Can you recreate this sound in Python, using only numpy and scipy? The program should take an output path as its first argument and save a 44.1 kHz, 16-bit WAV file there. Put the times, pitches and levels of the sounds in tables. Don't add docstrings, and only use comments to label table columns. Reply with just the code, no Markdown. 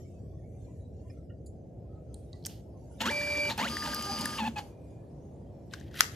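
import sys
import numpy as np
from scipy import signal
from scipy.fft import rfft, irfft, next_fast_len
from scipy.io import wavfile
from scipy.ndimage import uniform_filter1d, minimum_filter1d

SR = 44100
rng = np.random.default_rng(int(sys.argv[2]) if len(sys.argv) > 2 else 0)


def transcribe(signal):
    frames = np.atleast_2d(signal).T
    limited = np.clip(frames, -1, 1)
    pcm = np.round(limited * 32767).astype(np.int16)
    wavfile.write(sys.argv[1], SR, pcm)


def voltage_ratio(decibels):
    exponent = np.asarray(decibels, float) / 20
    return 10 ** exponent


N = 271567

# (frequency [Hz], density [dB])
HUM = [(24, -36), (40, -7), (92, 0), (118, -10.5), (149, -8), (211, -18.5), (246, -13.5), (287, -22.5),
       (325, -13), (348, -19), (389, -19.5), (649, -24), (1100, -42.5), (1430, -76), (2420, -120)]
# (frequency [Hz], width [Hz], gain [dB])
FANS = [(92, 4.2, -9), (146, 10, -20), (69.5, 15, -1.5)]
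# (frequency [Hz], density [dB])
HISS = [(600, -36), (900, 5.5), (1300, -3.5), (2400, -2.5), (4000, -6.5), (6500, -1.5), (9000, -7.5),
        (12500, -9.5), (14300, -45)]
# (time [s], level [dB])
HISS_DB = [(0, -70.5), (.45, -77.5), (.65, -70), (.9, -78.5), (1.1, -70.5), (1.3, -83.5), (1.9, -81.5),
           (2.3, -73.5), (2.75, -76.5), (2.95, -68), (4.68, -67.5), (4.76, -78), (4.85, -74), (5.0, -77),
           (5.7, -77), (5.75, -63)]
# (frequency [Hz], left-right correlation [-1 to 1])
SAME = [(60, 0.96), (180, 0.95), (550, 0.67), (1650, -0.68), (4970, 0.01), (15000, -0.01)]
# (time [s], share turned [0-1])
FACING = [(1.3, 0.01), (1.9, 0.38), (2.95, .4), (4.7, 0.96), (6.16, .7)]
# (facing the keys, facing the printer) [dB], [dB], [Hz]
BASS_DB = (-44.5, -48.5)
WASH_DB = (-48.5, -47.5)
EDGE_HZ = (797, 1180)
# (frequency [Hz], gain [dB])
OVERALL_TONE = [(25, -20.5), (45, -11.5), (60, 1.3), (14200, 4), (14600, -31), (16300, -36), (16600, -82)]
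# (frequency [Hz], left over right [dB])
LEAN = [(60, -5), (130, 5), (290, -3), (640, 1), (1410, -1.5), (3100, -0.5), (6820, 6), (15000, -13)]
# (frequency [Hz], left leads [radians])
TURN = [(0, 1), (300, 0.2), (1000, 0.73), (2300, 1), (4800, 1.26), (9000, -2.5), (15000, -1.5)]
# (frequency [Hz], left over right [dB])
SNAP_LEAN = [(60, 22), (150, -20), (380, 14), (950, -10.5), (2380, 12), (5980, 7), (15000, -29)]
# (frequency [Hz], left leads [radians])
SNAP_TURN = [(0, 5), (2070, -2.4), (4220, 16), (8790, 7.5), (11400, 6.5), (14500, -3), (16100, 7)]

# (time [s], peak [dB], ring [Hz], t60 [s]) faint thin rings flicker about the edge of the
FLICKERS = [(.04, -66, 2230, .15), (.33, -63, 1120, 0.16), (.42, -66, 2190, 0.32), (.68, -61, 1003, 0.13),
            (1.04, -60.5, 1010, 0.13), (1.17, -65, 1320, .12), (1.85, -66, 1030, .1),
            (2.09, -66, 1300, 0.091), (2.33, -62, 1150, .08), (2.74, -62.5, 1050, .15),
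            (2.91, -63, 1420, .12), (2.89, -60, 914, 0.17)]
RINGS = [(1.098, -58.5, 1830, 0.04), (1.098, -58, 2420, 0.078), (1.098, -58, 5130, 0.08),
         (1.296, -60, 1420, 0.086), (1.296, -60, 1843, 0.14), (1.296, -58.5, 2860, 0.099),
         (1.89, -62, 1275, 0.6), (2.328, -59.5, 1960, 0.13), (3.87, -38.5, 838, 0.043),
         (4.05, -40, 812, 0.1), (4.088, -32.5, 804, 0.17)]
NAIL = [(1.46, -56, 7100, .12), (1.46, -58, 9700, .1), (1.46, -60, 8300, .03), (1.461, -62, 4650, .05),
        (1.461, -66, 4100, .05), (1.46, -63, 12000, .03), (1.448, -70, 10000, .02)]
KNOCKS = [(3.872, -38, 590, .1), (3.872, -38, 930, .06), (3.828, -42, 1630, .1), (3.925, -38, 1620, .08),
          (4.03, -43, 2970, .12), (4.06, -43, 1625, .15), (4.19, -44, 900, .08), (4.2, -42, 1020, .06),
          (4.256, -41, 1440, .03), (4.185, -42, 2900, .07)]
# (time [s], peak [dB], t60 [s])
THUMPS = [
    (3.03, -37, 0.052),
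    (3.056, -29.5, 0.046),
    (3.612, -32, 0.057),
    (3.684, -32.5, .04),
    (4.398, -31.5, 0.087),
    (4.464, -29.5, 0.061),
]

# (time [s], peak [dB], ring [Hz], treble [dB], t60 [s])
KEYS = [
    (2.4497, -43, 4030, -20, 0.027),
    (2.4603, -17, 7760, -2, 0.0072),
    (2.4649, -16, 6760, -8.5, 0.014),
    (2.4754, -45, 4170, -9, 0.4),
]
RATTLE = [(2.143, -38, 9000, -12, 0.0085), (2.4603, -45, 1700, -30, .03), (2.4512, -36, 3300, -30, .01),
          (2.475, -52, 3000, -30, .35), (2.1426, -47, 4000, -25, 0.0125), (2.146, -60, 8800, 0, .35),
          (2.146, -68, 4500, -22.5, .3), (2.2965, -66, 2400, 3, .01), (2.33, -43, 4200, -18, 0.014),
          (2.341, -61, 4300, -20, .3), (2.33, -52, 6300, -10, .015), (2.342, -66, 6400, -10, .3),
          (2.426, -53, 4300, -3, .012), (2.4393, -50, 4300, -5, 0.0097), (2.4512, -27, 5210, -6, 0.0097)]
PEEL = [(3.0045, -28.5, 2900, -25, 0.038), (3.0154, -28.5, 3150, -42, 0.011),
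        (3.0553, -33, 1630, -30, 0.028), (3.1114, -38, 2290, -24.5, 0.023),
        (3.4959, -30.5, 3770, -27.5, 0.088), (3.5111, -31.5, 4180, -10, 0.07), (3.577, -36, 2450, 8, 0.032),
        (3.5765, -34, 5200, 6, .02), (3.6036, -30, 1950, -16, 0.073), (3.7686, -25.5, 1850, -18, 0.0083),
        (3.8214, -31, 1730, -13, 0.044), (3.873, -34, 1640, -25, 0.025), (4.2106, -30, 4900, -30, 0.012),
        (4.2175, -33, 4560, -10, 0.012), (4.2565, -25, 1760, -17, 0.013), (4.3825, -30.5, 2850, -14, 0.044),
        (4.561, -43, 2620, -29, 0.028)]
CRACKS = [(3.374, -35, 6500, -6, .012), (3.9432, -33, 13000, 6, .008), (3.9463, -22, 5470, 9, 0.012),
          (4.0243, -27, 7010, 6, 0.01), (4.051, -37, 6210, 4, 0.04), (4.1915, -36, 11000, 6, 0.0092),
          (4.2105, -28, 9000, 8, .009), (4.2168, -33, 6500, 3, .009), (4.2562, -25, 10500, 6, .011),
          (4.265, -37, 5000, 0, .01)]
SLAPS = [(3.064, -30, 1700, -30, .04), (3.108, -32, 900, -30, .04), (3.112, -32.5, 1750, -30, .03),
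         (3.21, -36.5, 1800, -25, 0.065), (3.27, -36, 1650, -25, 0.071), (3.35, -41, 1900, -25, .06),
         (3.45, -41.5, 1600, -25, .05), (3.603, -33.5, 4700, -10, 0.022), (3.627, -31, 2350, -15, .03),
         (3.644, -36, 2800, -20, .02), (3.678, -32, 2850, -25, 0.028), (3.705, -43, 2500, -20, .03),
         (3.768, -38, 4900, -12, .01), (3.872, -37, 4200, -1, 0.028), (3.93, -35, 1650, -20, .05),
         (4.0243, -35, 3000, -15, .01), (4.2563, -30, 5000, -10, 0.012), (4.583, -39, 4280, -18, .04),
         (4.39, -35, 2850, -25, .04), (4.462, -38, 2750, -25, .04), (3.015, -33, 4000, -15, .02)]
GRIP = [(5.7364, -30.5, 1620, -25, 0.021), (5.7994, -50, 6250, -20, 0.015), (5.88, -52, 3000, -8, .02),
        (5.71, -55, 3700, -20, .02), (5.788, -52, 1700, -25, .012), (5.811, -49, 1750, -25, .012),
        (5.912, -53, 1700, -25, .02), (5.942, -42, 1600, -18.5, 0.015), (5.9539, -38, 1810, -4, 0.032),
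        (6.0314, -34, 5780, -14, 0.017)]

# (time [s], level [dB])
HANDLING = [(5.7, -80), (5.72, -63), (5.735, -55), (5.76, -61), (5.8, -64), (5.83, -67), (5.885, -67),
            (5.898, -72), (5.91, -80)]
# (time [s], level [dB])
TEAR = [(5.9, -80), (5.913, -66), (5.935, -62), (5.96, -50), (6.01, -35.5), (6.04, -48), (6.08, -70),
        (6.158, -54.5)]
# (frequency [Hz], density [dB])
TEAR_COLOUR = [(600, -33), (1150, -16), (1800, -2.5), (2300, -9.5), (3000, -6.5), (5800, -15), (8000, -22),
               (14000, -21.5)]
# (time [s], peak [dB])
SNAPS = [
    (6.0073, -0.5),
    (6.0088, -8),
    (6.012, -23),
    (6.019, -21),
]
# (frequency [Hz], width [Hz], gain [dB])
SNAP_RING = [(1246, 180, 0), (1750, 155, 1.5), (4830, 730, -2.5), (5640, 240, -2), (6410, 510, -0.5),
             (8220, 750, 2), (10300, 310, -6.5), (10700, 254, -5.5), (12960, 150, -21)]

# (frequency [Hz], width [Hz], gain [dB])
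CASE = [(241, 26, 10.5), (302, 24, -15), (523, 70, 1.5), (900, 30, 1), (1650, 72, -6.5), (2084, 47, -18),
        (2900, 77, -11.5), (3530, 67, -7), (4270, 360, -4), (4645, 100, -20)]
# (frequency [Hz], width [Hz], gain [dB])
FRAME = [(224, 48, 8), (321, 37, -1.5), (202, 50, -6)]
# (frequency [Hz], width [Hz], gain [dB])
GUIDE = [(6240, 490, 7.5), (6650, 280, 8), (9460, 220, 0), (11920, 200, 7)]
# (frequency [Hz], density [dB])
GEARS = [(300, -23), (450, -13.5), (900, -5), (1700, -6), (2300, -8), (3000, -5), (4000, -13),
         (5500, -18.5), (7000, -15), (9000, -25.5)]
# (frequency [Hz], density [dB])
PAPER = [(3500, -16), (5000, 1.5), (6300, -13), (7300, -10), (8200, -8.5), (9500, -3.5), (11000, -7),
         (13700, -17.5), (14500, -12)]
# (level at backing speed [dB], slope [dB per octave of speed])
RUNNING = [
    (-50.5, 0.44),
    (-52.5, 4),
    (-48.5, 7.5),
]
# (time [s], gear level [dB], frame level [dB], time to rise 20 dB [s], time to fall 20 dB [s])
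JOLTS = [(3.012, -31.5, -35, 0.01, 0.032), (3.58, -40, -50, .004, .04), (3.062, -35, -45, .012, .05),
         (3.508, -38.5, -39, 0.0373, 0.05), (3.621, -40.5, -35.5, 0.05, 0.09),
         (3.836, -49.5, -42, 0.02, 0.24), (4.206, -54.5, -39.5, 0.12, 0.28), (4.39, -52, -40, 0.01, 0.09),
         (4.472, -53, -42, 0.005, 0.05), (4.585, -50, -44, 0.02, 0.0555)]

BACK_HZ, FEED_HZ = 2343.3, 4874.8
# (start [s], ramp from [s], stop [s], braking [s], cruise [Hz])
MOVES = [
    (3.004, 3.016, 3.502, .0005, BACK_HZ),
    (3.578, 3.586, 4.376, .019, FEED_HZ),
]
# (time [s], level [dB])
LOAD = [
    [(3.018, -53), (3.04, -38.5), (3.051, -46), (3.058, -37.5), (3.085, -36), (3.1, -35.5), (3.11, -35.5),
     (3.494, -34), (3.502, -49)],
    [(3.578, -42), (3.592, -36), (3.615, -37.5), (3.655, -37.5), (3.664, -44), (3.696, -49), (4.1, -47),
     (4.376, -49.5), (4.39, -42)],
]
# (start [s], length [s], level [dB], first rate [Hz], rate at full torque [Hz])
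NUDGES = [
    (4.392, 0.058, -36, 960, 900),
    (4.446, 0.04, -33, 837, 900),
    (4.558, 0.041, -38, 855, 849),
]
ORDERS = [
    [1 / 8, 1 / 4, 3 / 8, 2 / 3, 5 / 6, 1, 5 / 4, 2, 3, 4, 1 / 6, 1 / 2, 7 / 6, 5 / 3, 9 / 4, 47 / 16, 49 /
     16, 63 / 16],
    [1 / 16, 1 / 8, 1 / 6, 1 / 4, 1 / 3, 1 / 2, 2 / 3, 15 / 16, 1, 5 / 4, 2, 3, 4, 5, 2 / 25, 5 / 8, 13 /
     16, 7 / 4, 31 / 16],
    [1 / 4, 1, 2, 3, 4, 5],
]
# (at low speed [dB], at cruise [dB])
ORDERS_DB = [
    [(-41.5, -19.5), (-9, -9), (-29.5, -24), (-26.5, -28.5), (-25, -21), (0.5, 1), (-16, -30), (-3.5, -13),
     (-6, -28), (-26, -30.5), (-30, -24), (-29, -25), (-35, -31), (-40, -32.5), (-35, -29), (-45, -33),
     (-45, -39), (-50, -38)],
    [(-43.5, -10), (-37.5, -12), (-26.5, -17), (-14, 4.5), (-44, -16), (-19, -17.5), (-30, -15), (-23, -12),
     (1, 3), (-51, -16), (-9, -18), (-8, -52), (-24, -51.5), (-28, -48.5), (-40, -11.5), (-40, -19),
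     (-40, -19), (-45, -26), (-45, -21)],
    [(-13.5, -12), (1.5, -1), (-11, -18), (-8.5, -16), (-16, -18), (-14, -17)],
]
# (frequency [Hz], gain [dB])
RADIATE = [(700, 0), (1000, 0.4), (1600, 1.5), (2200, -1.5), (2900, 3), (3500, 1.1), (4300, -7),
           (6000, -13)]
# (time [s], gain [dB])
TENSION = [(3.7, 0), (3.75, -1), (3.8, 2), (3.86, -3), (3.95, 1), (4.06, -2), (4.14, 3), (4.24, -1),
           (4.37, -4)]
# (start [s], stop [s], level [dB], frequency [Hz])
HOLDS = [
    (4.6, 4.666, -57, 820),
    (4.697, 5.02, -80.5, 2420),
]

START_HZ, KNEE_HZ = 830.5, 2890
RAMP, EASED_RAMP, BRAKE = 14.0, 4.9, 58
NUDGE_RISE_S, SAG_HZ_PER_S = .013, 2400
NUDGE_FROM_DB, NUDGE_SAG_DB, NUDGE_END_DB = -9.5, -5.5, -14
PAPER_TOP_HZ, COAST_S, JOLT_PAPER_DB = 2900, .007, -14
THUMP_HZ, RING_TREBLE_DB = 228.2, -40


def evened(x):
    return x / np.sqrt(np.mean(x ** 2) + 1e-20)


def read(points, hz):
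    f, value = np.transpose(points)
    return np.interp(np.log(hz + 1), np.log(f + 1), value)


def colour(x, points):
    n = next_fast_len(x.shape[-1])
    gain = voltage_ratio(read(points, np.fft.rfftfreq(n, 1 / SR)))
    return irfft(rfft(x, n) * gain, n)[..., :x.shape[-1]]


def bandpass(order, edges, kind):
    return signal.butter(N=order, Wn=edges, btype=kind, fs=SR, output="sos")


def resonate(x, modes):
    out = np.zeros(len(x))
    for k, (hz, width, db) in enumerate(modes):
        r = np.exp(-np.pi * max(width, 5) / SR)
        w = 2 * np.pi * hz / SR
        zeros = [(1 - r * r) / 2, 0, (r * r - 1) / 2]
        poles = [1, -2 * r * np.cos(w), r * r]
        out += (-1) ** k * voltage_ratio(db) * signal.lfilter(zeros, poles, x + 1e-20)
    return out


def level(tables, column):
    t, gain = np.arange(0, N + 32, 32) / SR, 0
    for rows in tables:
        rows = np.array(rows)
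        gain = gain + voltage_ratio(np.interp(t, rows[:, 0], rows[:, column], -150, -150))
    return np.interp(np.arange(N) / SR, t, gain)


def wobble(samples):
    smooth = uniform_filter1d(rng.standard_normal(N), int(samples))
    return evened(uniform_filter1d(smooth, int(samples)))


def shifted(curve):
    return np.roll(curve, rng.integers(N))


def facing(ends, t):
    return ends[0] + (ends[1] - ends[0]) * np.interp(t, *np.transpose(FACING))


def wander(t):
    return voltage_ratio(0.8 * np.interp(t, np.arange(N) / SR, wobble(1500)))


def ports(x, lean, turn):
    n = next_fast_len(N)
    hz = np.fft.rfftfreq(n, 1 / SR)
    half = voltage_ratio(read(lean, hz) / 2) * np.exp(.5j * np.interp(hz, *np.transpose(turn)))
    return irfft(rfft(x, n) * np.array([half, 1 / half]), n)[:, :N]


def air(points, patchy_db, streak, same):
    frames, hz = N // 256 + 5, np.fft.rfftfreq(1024, 1 / SR)
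    a, b, c, d, patches = rng.standard_normal((frames, 513, 5)).T
    patches = uniform_filter1d(patches, size=2, axis=0)
    patches = evened(uniform_filter1d(patches, int(streak), axis=1))
    same, left = np.clip(same, -1, 1), a + 1j * b
    right = same * left + np.sqrt(1 - same ** 2) * (c + 1j * d)
    z = np.array([left, right]) * voltage_ratio(read(points, hz)[:, None] + patchy_db * patches)
    return evened(signal.istft(z, nperseg=1024, noverlap=768)[1][:, :N])


def hum():
    t = np.arange(N) / SR
    low = air(HUM, patchy_db=0.5, streak=11, same=read(SAME, np.fft.rfftfreq(1024, 1 / SR))[:, None])
    hz, s, z = signal.stft(low, SR, nperseg=512)
    above_edge = hz[:, None] > facing(EDGE_HZ, s) * wander(s)
    low = signal.istft(z * voltage_ratio(-17 * above_edge), SR, nperseg=512)[1][:, :N]
    bass = signal.sosfiltfilt(bandpass(3, 140, "low"), low)
    high = air(HISS, patchy_db=7.5, streak=17, same=0.26) * level([HISS_DB], column=1)
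    bass = evened(bass) + 0.47 * evened(resonate(rng.standard_normal(N), FANS))
    wash = evened(low - bass) * voltage_ratio(facing(WASH_DB, t))
    return evened(bass) * voltage_ratio(facing(BASS_DB, t)) + wash + high


def office(x, t60):
    n = SR // 2
    sparse = rng.choice([-1., 1.], (2, n)) * (rng.random((2, n)) < .05)
    taps = sparse * voltage_ratio(-60 * np.arange(n) / SR / t60)
    taps[:, :130] = 0
    return signal.fftconvolve(x, taps / np.linalg.norm(taps[0]), axes=1)[:, :N]


def ticks(rows, ring_db, sharpness, pan_db, contact=6.5, mid_db=0.):
    out, t = np.zeros((2, N + 6000)), np.arange(6000) / SR
    mid, top = bandpass(2, [1300, 6000], "band"), bandpass(2, 6000, "high")
    pan = voltage_ratio([[pan_db / 2], [-pan_db / 2]])
    for (s, db, hz, treble_db, t60), noise in zip(rows, rng.standard_normal((len(rows), 2, 6000))):
        decay = voltage_ratio(-60 * t / max(t60, .002)) * np.minimum(t / (0.06 * t60), 1)
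        burst = (noise[0] + 1.8 * noise) * decay
        burst[:, 4] += contact
        ring = resonate(burst[0], [(hz, hz / sharpness, ring_db)])
        ring = resonate(ring, [(hz, 3.0 * hz / sharpness, 0)])
        dull_db = mid_db - 9.0 * max(np.log2(hz / 2600), 0)
        mid_crack = voltage_ratio(dull_db) * signal.sosfilt(mid, burst)
        sound = ring + mid_crack + voltage_ratio(treble_db + 3) * signal.sosfilt(top, burst)
        out[:, round(s * SR):][:, :6000] += voltage_ratio(db) * sound / abs(sound.mean(0)).max() * pan
    return out[:, :N]


def key_ticks():
    nail = [(s, db, hz, RING_TREBLE_DB + 30, t60) for s, db, hz, t60 in NAIL]
    out = voltage_ratio(-4.0) * ticks(KEYS, ring_db=-0.5, sharpness=2.4, pan_db=-2.5, mid_db=3.)
    out += ticks(nail, ring_db=30, sharpness=15, pan_db=-3.0)
    return out + voltage_ratio(-2.5) * ticks(RATTLE, ring_db=21, sharpness=6.5, pan_db=-3.0, mid_db=-5.)


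def body_rings():
    rings = [(s, db, hz, RING_TREBLE_DB, t60) for s, db, hz, t60 in RINGS + FLICKERS + KNOCKS]
    thumps = [(s, db, THUMP_HZ, RING_TREBLE_DB - 18, t60) for s, db, t60 in THUMPS]
    out = voltage_ratio(-3.5) * ticks(rings, ring_db=48.5, sharpness=32, pan_db=-3.5, contact=16.0)
    return out + voltage_ratio(-2.5) * ticks(thumps, ring_db=39.5, sharpness=14.2, pan_db=0.5)


def label_ticks():
    web = ticks(PEEL + CRACKS + SLAPS, ring_db=18.5, sharpness=7.1, pan_db=4.0)
    return web + ticks(GRIP, ring_db=14, sharpness=5.5, pan_db=4.0, mid_db=2.)


def tearing():
    size = voltage_ratio(2.5 * np.minimum(rng.exponential(1, (2, N)), 4))
    breaks = size * (rng.random((2, N)) < 9000 / SR) * rng.choice([-1, 1], (2, N))
    crackle = evened(colour(breaks + 0.96 * breaks[::-1], TEAR_COLOUR))
    crackle = crackle * level([HANDLING, TEAR], column=1) * voltage_ratio(1.5 * wobble(220))
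    blow, snap = np.zeros(600), np.zeros(N)
    blow[:5] = [0.42, 0.85, -0.71, -0.14, -1.15]
    modes = [(hz, 4.8 * width, db + 20 * np.log10(4000 / width)) for hz, width, db in SNAP_RING]
    ring = 2.1 * blow + resonate(blow, modes)
    for s, db in SNAPS:
        snap[round(s * SR):][:600] += voltage_ratio(db) * ring / abs(ring).max()
    return crackle + ports(snap, SNAP_LEAN, SNAP_TURN)


def effort(speed):
    t, r = np.arange(N) / SR, np.exp(-1 / (COAST_S * SR))
    speeds = np.array([speed, speed, np.minimum(speed, PAPER_TOP_HZ)])
    db, slope_db = np.transpose(RUNNING)[..., None]
    driven = (speed > 0) * voltage_ratio(db + slope_db * np.log2(speeds / BACK_HZ + 1e-9))
    gain = signal.lfilter([1 - r], [1, -r], driven)
    for s, gear_db, frame_db, rise, fall in JOLTS:
        swell = voltage_ratio(-20 * np.maximum((s - t) / rise, (t - s) / fall))
        gain += voltage_ratio([[gear_db], [frame_db], [gear_db + JOLT_PAPER_DB]]) * swell
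    return gain


def shake(cycle, speed):
    teeth = rng.standard_normal(N) * voltage_ratio(1.0 * cycle + 2.1 * wobble(160))
    panels = sum(resonate(teeth, [mode]) * voltage_ratio(4.2 * wobble(580)) for mode in CASE[2:])
    gears = colour(teeth + 1.7 * panels, GEARS)
    gears /= np.std(signal.sosfilt(bandpass(2, [2600, 4400], "band"), gears))
    frame = evened(resonate(rng.standard_normal(N), FRAME))
    scrape = rng.standard_normal(N) * voltage_ratio(2.0 * cycle + 1.2 * wobble(60))
    hiss = evened(colour(scrape + resonate(scrape, GUIDE), PAPER))
    return (np.array([gears, frame, hiss]) * effort(speed) * voltage_ratio([[-3.5], [-5], [-2.5]])).sum(axis=0)


def holding():
    t, waver, out = np.arange(N) / SR, voltage_ratio(3.5 * wobble(250)), np.zeros(N)
    for start, stop, db, hz in HOLDS:
        gate = uniform_filter1d(1. * (t > start) * (t < stop), size=300)
        out += np.sqrt(2) * voltage_ratio(db) * waver * np.sin(2 * np.pi * hz * t) * gate
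    return out


def squared_period(hz):
    return (1000 / hz) ** 2


def plan():
    moves = []
    for (start, ramp, stop, braking, hz), load, orders, orders_db in zip(MOVES, LOAD, ORDERS, ORDERS_DB):
        knee_hz = min(KNEE_HZ, hz)
        knee = ramp + (squared_period(START_HZ) - squared_period(knee_hz)) / RAMP
        top = knee + (squared_period(knee_hz) - squared_period(hz)) / EASED_RAMP
        slowed_hz = hz / np.sqrt(1 + BRAKE * abs(braking) / squared_period(hz))
        times = [start, ramp, knee, top, stop, stop + abs(braking)]
        rates = [START_HZ, START_HZ, knee_hz, hz, hz, slowed_hz]
        moves.append((times, rates, load, orders, orders_db))
    for start, length, db, first_hz, hz in NUDGES:
        full, end = start + NUDGE_RISE_S, start + length
        sagged = min(full + abs(hz - START_HZ) / SAG_HZ_PER_S, end)
        sagged_hz = hz - SAG_HZ_PER_S * (sagged - full)
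        load = [(start, db + NUDGE_FROM_DB), (full, db),
                (end - NUDGE_RISE_S / 2, db + NUDGE_SAG_DB), (end, db + NUDGE_END_DB)]
        rates = [first_hz, hz, sagged_hz, sagged_hz]
        moves.append(([start, full, sagged, end], rates, load, ORDERS[-1], ORDERS_DB[-1]))
    return moves


def stepper():
    t, out, cycle, speed = np.arange(N) / SR, np.zeros(N), np.zeros(N), np.zeros(N)
    flutter_db, judder_db = 4.5 * wobble(1300), 3.88 * wobble(130)
    pull_db = np.interp(t, *np.transpose(TENSION), 0, 0) + .35 * judder_db
    for s, hz, load, orders, orders_db in plan():
        hz = np.array(hz, float)
        on = (t > s[0]) & (t < s[-1])
        rate = np.interp(t[on], s, hz ** -2.) ** -.5
        cruise = uniform_filter1d(1. * (rate > .98 * max(hz.max(), BACK_HZ)), size=300)
        unsteady = shifted(judder_db)[on] * (1 - cruise)
        steps = np.cumsum(rate * (1 + .002 * unsteady)) / SR
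        tone = 0
        for k, (slow_db, fast_db) in zip(orders, orders_db):
            case_db = read(RADIATE, k * rate) + .55 * shifted(judder_db)[on]
            flutter_share = 1 if k % 1 > 0 and k != 1 / 4 else .22
            order_db = slow_db + (fast_db - slow_db) * cruise + case_db * (1 - cruise)
            order_db = order_db + shifted(flutter_db)[on] * flutter_share + (k > .9) * pull_db[on]
            tone = tone + voltage_ratio(order_db) * np.sin(2 * np.pi * (k * steps + rng.random()))
        changing = np.minimum(abs(np.gradient(np.log(rate))) * SR / 6, 1)
        torque = voltage_ratio(np.interp(t[on], *np.transpose(load)) + .3 * judder_db[on] * changing)
        out[on] += np.sqrt(2) * tone * torque * signal.windows.tukey(on.sum(), 200 / on.sum())
        cycle[on], speed[on] = np.cos(2 * np.pi * steps / 4), rate
    return voltage_ratio(-1.5) * out + voltage_ratio(-8.0) * resonate(out, CASE), cycle, speed


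def scene():
    tone, cycle, speed = stepper()
    near = ports(shake(cycle, speed), LEAN, TURN)
    near += key_ticks() + body_rings() + label_ticks() + tearing()
    motor = ports(tone + holding(), LEAN, TURN)
    reflections = voltage_ratio(-13.5) * office(near + voltage_ratio(-11.5) * motor, t60=0.35)
    return motor + near + reflections + hum()


def roll_off(x):
    return signal.sosfilt(signal.butter(12, 16510, fs=SR, output="sos"), x)


def record(dry):
    hz, t, z = signal.stft(colour(dry, OVERALL_TONE), SR, nperseg=512, noverlap=384)
    power = uniform_filter1d((abs(z) ** 2).mean(0), size=2, axis=0)
    power_db = 10 * np.log10(abs(uniform_filter1d(power, size=7, axis=1)) + 1e-16)
    quiet_db = np.percentile(power_db, q=30, axis=1, keepdims=True)
    held_db = -minimum_filter1d(-power_db, size=31, axis=1, origin=15)
    fall = 160 * t
    over_db = np.maximum.accumulate(np.minimum(held_db - quiet_db, 24) + fall, axis=1) - fall
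    shut = 1 / (5.5 + np.exp((over_db - 12.5) / 4.1))
    treble = 1 / (1 + (facing(EDGE_HZ, t) * wander(t) / (hz[:, None] + 1)) ** 24)
    clean = signal.istft(z * voltage_ratio(-32 * shut * treble), SR, nperseg=512, noverlap=384)[1][:, :N]
    return roll_off(np.clip(clean, -1, 1))


dry = scene()
out = record(dry)
transcribe(out)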